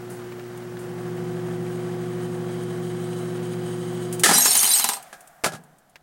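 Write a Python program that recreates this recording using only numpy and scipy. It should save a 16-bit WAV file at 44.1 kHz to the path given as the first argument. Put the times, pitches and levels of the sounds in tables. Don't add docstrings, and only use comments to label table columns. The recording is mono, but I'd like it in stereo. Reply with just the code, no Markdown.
import sys
import numpy as np
from scipy import signal
from scipy.fft import rfft, irfft, next_fast_len
from scipy.io import wavfile
from scipy.ndimage import map_coordinates

SR = 44100
rng = np.random.default_rng(int(sys.argv[2]) if len(sys.argv) > 2 else 0)


def store_wav(level_fs):
    pcm = np.round(np.clip(np.atleast_2d(level_fs), -1, 1) * 32767)
    wavfile.write(sys.argv[1], SR, pcm.T.astype(np.int16))


N = 265702
MAINS_HZ, BANG_S = 59.98, 4.2355


def amp(db):
    return 10 ** (np.asarray(db) / 20)


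def unit(x):
    return x / np.sqrt(np.mean(x ** 2) + 1e-20)


def along(points, hz):
    f, value = np.transpose(points)
    return np.interp(np.log(hz + 1), np.log(f + 1), value)


def clock(size=N):
    return np.arange(size) / SR


def wobble(rate_hz):
    return map_coordinates(rng.standard_normal(int(N * rate_hz / SR) + 4), [clock() * rate_hz])


def fade(t, t60_s):
    return np.exp(-np.log(1000) * np.maximum(t, 0) / t60_s)


def filtered(x, response):
    size = x.shape[-1]
    padded = next_fast_len(size + 8192)
    return irfft(rfft(x, padded) * response(np.fft.rfftfreq(padded, 1 / SR)), padded)[..., :size]


def add(track, start_s, sound):
    part = track[:, round(start_s * SR):][:, :sound.shape[1]]
    part += sound[:, :part.shape[1]]


# [f/Hz, level/dB]
WIDTH = [(30, -5.5), (100, -22), (300, -6), (700, -6), (2000, -8), (4000, -11.5), (12000, -39)]
def noise(spectrum, size=N):
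    def response(hz):
        mid_db = along(spectrum, hz)
        return amp([mid_db, mid_db + along(WIDTH, hz)])
    mid, side = filtered(rng.standard_normal((2, size)), response)
    return unit(np.array([mid + side, mid - side]))


def burst(spectrum, t60_s):
    return noise(spectrum, size=SR // 2) * fade(clock(SR // 2), t60_s)


def ring(modes, centre_hz, scatter_db, detune=0):
    hz, db, t60_s = np.transpose(modes)[:, :, None]
    t = clock(SR // 2)
    strength, spread, offset, tuning = rng.standard_normal((4, len(hz), 1))
    gain = amp(db + scatter_db * strength - 39 * np.log2(hz / centre_hz) ** 2)
    envelope = gain / np.sqrt(np.sum(gain ** 2) / 2) * fade(t, t60_s) * (1 - fade(t, 0.0024))
    phase = 2 * np.pi * hz * (1 + detune * tuning) * t + np.pi * offset
    skew = amp(along(WIDTH, hz)) * spread
    return np.array([np.sum(envelope * np.sin(phase + side * skew), axis=0) for side in (1, -1)])


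def tones(base_hz, harmonics, waver_db):
    phase = 2 * np.pi * np.cumsum(np.broadcast_to(base_hz, N)) / SR
    skew = np.array([[.3], [-.3]])
    out = np.zeros((2, N))
    for order, db in harmonics:
        gain = np.sqrt(2) * amp(db + waver_db * wobble(7))
        out += gain * np.sin(order * phase + skew + rng.uniform(0, 2 * np.pi))
    return out


# [f/Hz, level/dB]
OUTDOORS = [(15, -31), (25, -9.5), (81, -19.5), (142, 2.5), (264, -7), (475, -10.5), (749, -1.5),
            (927, -23), (1310, -15), (1500, -45), (3010, -21), (15000, -37)]
def outdoors():
    rush = amp(-62.5) * noise(OUTDOORS)
    rumble = amp(-72.5) * noise([(20, 3), (70, -4), (250, -28.5), (1500, -67)])
    return rush + rumble


# [mains multiple, level/dB]
HUM_LINES = [(2, -5.5), (3, -10.5), (4, -9.5), (5, -28), (6, 1), (7, -62), (8, -17.5), (12, -19.5),
             (13, -41), (14, -29.5), (16, -39), (21, -29.5), (25, -45)]
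def transformer(load):
    return amp(-39 + 6.5 * load) * tones(MAINS_HZ, HUM_LINES, waver_db=0)


FAN_HZ = 41.8
# [shaft multiple, level/dB]
BLADE_LINES = [(4, 0.5), (5, -17), (6, -23.5), (8, -13.5), (10, -23.5), (11, -45.5), (12, -12.5), (13, -33),
               (16, -22.5), (17, -26), (19, -22), (24, -35), (27, -22.5)]
def fan_blades(load, idle_share=0.04):
    shaft_hz = FAN_HZ * (1 + 0.0011 * wobble(5.14))
    return amp(-35) * np.maximum(load, idle_share) * tones(shaft_hz, BLADE_LINES, waver_db=0.44)


# [f/Hz, level/dB]
DRAUGHT = [(25, -9.5), (90, -3.5), (150, 11), (270, 3.5), (450, 4), (600, 2), (760, 3.5), (950, -1),
           (1650, -1.5), (2600, -11.5), (3150, -12.5), (4000, -18), (8000, -22), (15000, -36)]
VENT_HISS = [(1500, -19.5), (4500, 1), (12000, -2.5), (16000, -9.5)]
def airflow(t, load):
    swell = 1 + 0.13 * np.sin(2 * np.pi * FAN_HZ * t)
    draught = amp(-42.5 + 2.5 * load + 0.65 * wobble(25.18)) * swell * noise(DRAUGHT)
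    return draught + amp(-57.5) * noise(VENT_HISS)


# [f/Hz, level/dB]
SIZZLE = [(2000, -20), (3100, 2), (5200, -6.5), (7400, -4.5), (9700, 0), (11000, -14), (15000, -9.5)]
# [f/Hz, width/Hz, level/dB]
CAVITY_COLOUR = [(3040, 170, 9), (3880, 57, 9), (4800, 65, -4), (6600, 410, 8), (8170, 330, 11),
                 (9300, 200, 9.5), (10200, 200, 4)]
def sizzle(heat_db):
    def cavity(hz):
        return amp(sum(db / (1 + (2 * (hz - f) / width) ** 2) for f, width, db in CAVITY_COLOUR))
    flutter = 1 + .3 * np.sin(2 * np.pi * 3 * MAINS_HZ * clock()) + .13 * wobble(90)
    frying = filtered(noise(SIZZLE), cavity)
    return amp(heat_db + 1.5 + 2.8 * wobble(30) + 0.63 * wobble(7.1)) * unit(flutter * frying)


def whine(t, centre_hz=15740, width_hz=110, throb_hz=13):
    band = filtered(rng.standard_normal(N), lambda hz: np.exp(-((hz - centre_hz) / width_hz) ** 2))
    return amp(-63.5 + 4 * np.sin(2 * np.pi * throb_hz * t)) * unit(band)


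# [f/Hz, level/dB]
SNAP = [(1470, -36), (2500, -2), (3490, -9.5), (5560, -5), (9150, 7), (11500, -2), (13800, -3),
        (16000, -3.5)]
# [t/s, level/dB, t60/s]
SPITS = [(0.10, -45, 0.41), (0.575, -43, 0.038), (0.79, -47, 0.3), (4.127, -28.5, 0.11),
         (4.1953, -26.5, 0.09)]
def spits():
    out = np.zeros((2, N))
    for start_s, db, t60_s in SPITS:
        add(out, start_s, amp(db) * burst(SNAP, t60_s))
    return out


# [f/Hz, level/dB]
DRY_TICK = [(400, -9), (1100, -2.5), (2000, 2.5), (4000, -9), (12000, -21)]
# [t/s, level/dB]
TICKS = [(0.322, -39), (0.395, -40.5), (0.77, -41), (1.665, -40), (3.13, -39), (3.535, -37.5),
         (5.9574, -37.5)]
def ticks():
    out = np.zeros((2, N))
    for start_s, db in TICKS:
        add(out, start_s, amp(db) * burst(DRY_TICK, t60_s=0.042))
    return out


# [mains multiple, level/dB]
BUZZ_LINES = [(37, -20), (51, -14), (52, -19), (53, -20), (55, -13.5), (66, -15.5), (80, -17.5)]
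def magnetron(load, heat_db):
    return amp(heat_db) * load * tones(MAINS_HZ, BUZZ_LINES, waver_db=4)


# [f/Hz, level/dB]
BLAST = [(59, -44.5), (100, -19.5), (389, -7), (547, -5.5), (1030, -26), (1310, -0.5), (1520, -5),
         (1680, 7.5), (2520, -7), (3120, 0), (3940, -2.5), (9410, 2), (16000, -19)]
DOOR_CLACK = [(70, -35), (130, -25), (220, -25), (330, -1.5), (500, -4.5), (615, -4.5), (740, 0),
              (1050, -14), (1330, 1.5), (1700, -10), (2500, -11.5), (3600, -13.5), (9200, -13),
              (15500, -28)]
def bang(level_db=-10.5):
    out = np.zeros((2, N))
    add(out, BANG_S, amp(level_db) * burst(BLAST, t60_s=0.57))
    add(out, BANG_S, amp(level_db - 8.5) * burst(DOOR_CLACK, t60_s=0.27))
    return out


# [f/Hz, level/dB]
COAST = [(60, -29.5), (110, -14), (160, -10.5), (300, -9), (520, -3), (720, 12.5), (950, -1.5), (1350, 2),
         (1700, 1), (2500, -11.5), (4500, -18), (8000, -12), (15000, -15.5)]
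def coasting_fan(t):
    return amp(-35) * (t > BANG_S) * fade(t - BANG_S, t60_s=3.62) * noise(COAST)


# [f/Hz, level/dB, t60/s]
PANEL_MODES = [(124.5, -7.5, 0.14), (154, -13, 0.44), (178.2, -7.5, 0.23), (220, -1.5, 0.15),
               (246.8, -2.5, 0.32), (294, -6, .15), (330, -2, 0.22), (417.7, 34.5, 0.16), (503, 18.5, 0.12)]
# [f/Hz, level/dB]
BOOM = [(60, -30), (115, -7.5), (150, -2.5), (235, -5.5), (310, -11), (700, -9), (1600, -20), (5000, -48)]
def thud(centre_hz, cutoff_hz=95):
    panels = ring(PANEL_MODES, centre_hz, scatter_db=0.5, detune=0.02)
    boom = amp(-17) * burst(BOOM, t60_s=0.89)
    return signal.sosfilt(signal.butter(3, cutoff_hz, "highpass", fs=SR, output="sos"), panels + boom)


# [f/Hz, level/dB, t60/s]
CAVITY_MODES = [(610, 0.5, 0.13), (723, -3, 0.069), (784.5, -3, 0.25), (830, -0.5, 0.12), (943, -1, 0.051),
                (1023, -0.5, 0.11), (1100, -11.5, 0.048), (1225, 1, 0.055), (1580, -13.5, 0.13),
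                (1640, -9, 0.31), (1680, -2.5, 0.11), (2020, 1, 0.07), (2530, 6, 0.069)]
# [t/s, clack level/dB, ring f/Hz, thud level/dB, thud f/Hz]
DOOR_BLOWS = [(4.259, -12, 1550, -25, 204.5), (4.291, -12, 860, -21, 194), (4.311, -12.5, 1180, -20, 207),
              (4.343, -22.5, 880, -24, 217), (4.455, -23, 1330, -32, 248), (5.128, -37, 1570, -56, 160),
              (5.4378, -22.5, 482, -38.5, 350), (5.443, -15.5, 1290, -47, 150),
              (5.461, -20, 516, -31.5, 156), (5.52, -36.5, 473, -47.5, 350), (5.534, -35.5, 520, -35, 140),
              (5.549, -37, 1300, -39.5, 160)]
def door():
    out = np.zeros((2, N))
    for start_s, clack_db, ring_hz, thud_db, thud_hz in DOOR_BLOWS:
        clack = amp(clack_db) * burst(DOOR_CLACK, t60_s=0.11)
        cavity = amp(clack_db - 2.5) * ring(CAVITY_MODES, ring_hz, scatter_db=-3, detune=0.013)
        add(out, start_s, clack + cavity + amp(thud_db) * thud(thud_hz))
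    return out


# [f/Hz, level/dB]
SHARD_TONES = [(3057, -11), (3552, -11), (3983, -6), (4220, -6), (4543, -14), (4909, -14), (5380, -12),
               (5447, -10), (5813, -10), (6524, -5), (6804, -12), (7321, -9), (8268, -3), (8764, -3),
               (8900, -9), (9410, -4), (9754, -9), (10228, -11), (11391, -5), (11606, -8), (11886, -8),
               (12338, -9), (12467, -11), (13199, -13), (13479, -13), (14039, -8), (14707, -14)]
# [f/Hz, level/dB]
SHATTER = [(1200, -23), (3000, -11), (5500, 1), (9000, 5.5), (12000, 0), (15800, -5.5)]
def shards(from_s, to_s, count=150, splinter_db=-3, click_db=-2.5):
    out, t = np.zeros((2, N)), clock(SR // 5)
    shard_hz, shard_db = np.transpose(SHARD_TONES)
    odds = amp(shard_db) / np.sum(amp(shard_db))
    t60_s = np.array([[.16], [.11], [.09], [.06], [.04]])
    for start_s in np.linspace(from_s, to_s, count) + rng.uniform(-.004, .004, count):
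        pick = rng.choice(len(shard_hz), size=2, p=odds)
        big_hz = shard_hz[pick] * rng.normal(1, .002, 2)
        splinter_hz = rng.uniform(2300, 15000, 3)
        hz = np.append(big_hz, splinter_hz)[:, None]
        db = np.append(shard_db[pick] / 2, splinter_db + along(SHATTER, splinter_hz))
        gain = amp(db + rng.uniform(-3, 3, len(hz)))[:, None]
        clink = np.sum(gain * np.sin(2 * np.pi * hz * t) * fade(t, t60_s), axis=0)
        click = amp(click_db) * noise(SHATTER, size=len(t)) * fade(t, t60_s=.018)
        add(out, start_s, amp(rng.uniform(-7, 0)) * (clink + click))
    return out / np.std(out[out != 0])


# [f/Hz, level/dB]
CRUNCH = [(88, -50.5), (150, -17.5), (555, -17), (821, -1), (1120, -5.5), (2550, -3.5), (4000, -4.5),
          (4760, -6), (7770, -10.5), (8560, -1), (10800, -27.5), (14800, -30.5), (16000, -21.5)]
def glass_shower(t, start_s=4.3, attack_s=0.044, release_at_s=4.77):
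    envelope = np.clip((t - start_s) / attack_s, 0, 1) * fade(t - release_at_s, t60_s=0.66)
    crunch = amp(-30.5 + 1.4 * wobble(110)) * noise(CRUNCH)
    return envelope * (amp(-20) * shards(start_s, to_s=4.96) + crunch)


# [t/s, level/dB, f/Hz]
PINGS = [(4.333, -20, 4909), (4.342, -18, 5813), (4.366, -17, 8764), (4.378, -17, 8268),
         (4.381, -16, 11606), (4.42, -17, 6524), (4.476, -20, 5447), (4.505, -17, 8764), (4.567, -14, 9410),
         (4.694, -17, 8810), (4.737, -13, 8268), (4.917, -27, 8268)]
def pings():
    out = np.zeros((2, N))
    for start_s, db, hz in PINGS:
        add(out, start_s, amp(db) * ring([(hz, 0, 0.18)], hz, scatter_db=0))
        add(out, start_s, amp(db - 14.5) * burst(SHATTER, t60_s=0.088))
    return out


# [t/s, relative crash level/dB, relative floor level/dB]
CHUNKS = [(4.383, -29, -23.5), (4.458, -15.5, -31.5), (4.553, -17, -28.5), (4.63, -17, -32),
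          (4.674, -23.5, -37), (4.76, -29, -40), (4.796, -19, -29), (4.842, -16, -20), (4.889, -17, -25),
          (4.919, -38, -28.5), (4.934, -25.5, -38.5), (4.967, -41, -32.5)]
def chunks(floor_hz=1010):
    out = np.zeros((2, N))
    for start_s, crash_db, floor_db in CHUNKS:
        crash = amp(crash_db + 2) * burst(SHATTER, t60_s=0.054)
        crunch = amp(crash_db - 5) * burst(CRUNCH, t60_s=0.13)
        floor = amp(floor_db + 0.5) * ring(CAVITY_MODES, floor_hz, scatter_db=1, detune=0.014)
        add(out, start_s, crash + crunch + floor + amp(crash_db - 21.5) * thud(centre_hz=225))
    return out


CRUMBS_S = [4.967, 5.026, 5.207, 5.274, 5.637, 5.785, 5.896]
def crumbs(first_db=-37.5, fall_db_per_s=21):
    out = np.zeros((2, N))
    for start_s in CRUMBS_S:
        db = first_db - fall_db_per_s * (start_s - CRUMBS_S[0])
        add(out, start_s, amp(db) * burst(SNAP, t60_s=0.057))
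    return out


def scene(load_from_s=0.54, load_full_s=1.29):
    t = clock()
    load = np.clip((t - load_from_s) / (load_full_s - load_from_s), 0, 1)
    heat_db = -70 + 9.5 * load + 2.5 * t
    power = fade(t - BANG_S, t60_s=0.099)
    lean_left = amp([[.9], [-.9]])
    drone = lean_left * (transformer(load) + fan_blades(load) + magnetron(load, heat_db))
    oven = power * (drone + airflow(t, load) + sizzle(heat_db) + whine(t))
    wreck = bang() + coasting_fan(t) + door() + glass_shower(t) + pings() + chunks() + crumbs()
    return outdoors() + oven + spits() + ticks() + wreck


def record(dry, ceiling_db=-14.7, lag_s=.008, peak_limit=.85, top_hz=15950):
    def follow(x):
        step = 1 / (lag_s * SR)
        return signal.lfilter([step], [1, step - 1], x)
    excess = follow(np.mean(dry ** 2, axis=0)) / amp(ceiling_db) ** 2
    reduction = follow(1 - np.maximum(excess, 1) ** -.5)
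    held = dry * (1 - reduction)
    rounded = held / (1 + np.abs(held / peak_limit) ** 4) ** (1 / 4)
    return filtered(rounded, lambda hz: hz < top_hz)


dry = scene()
out = record(dry)
store_wav(out)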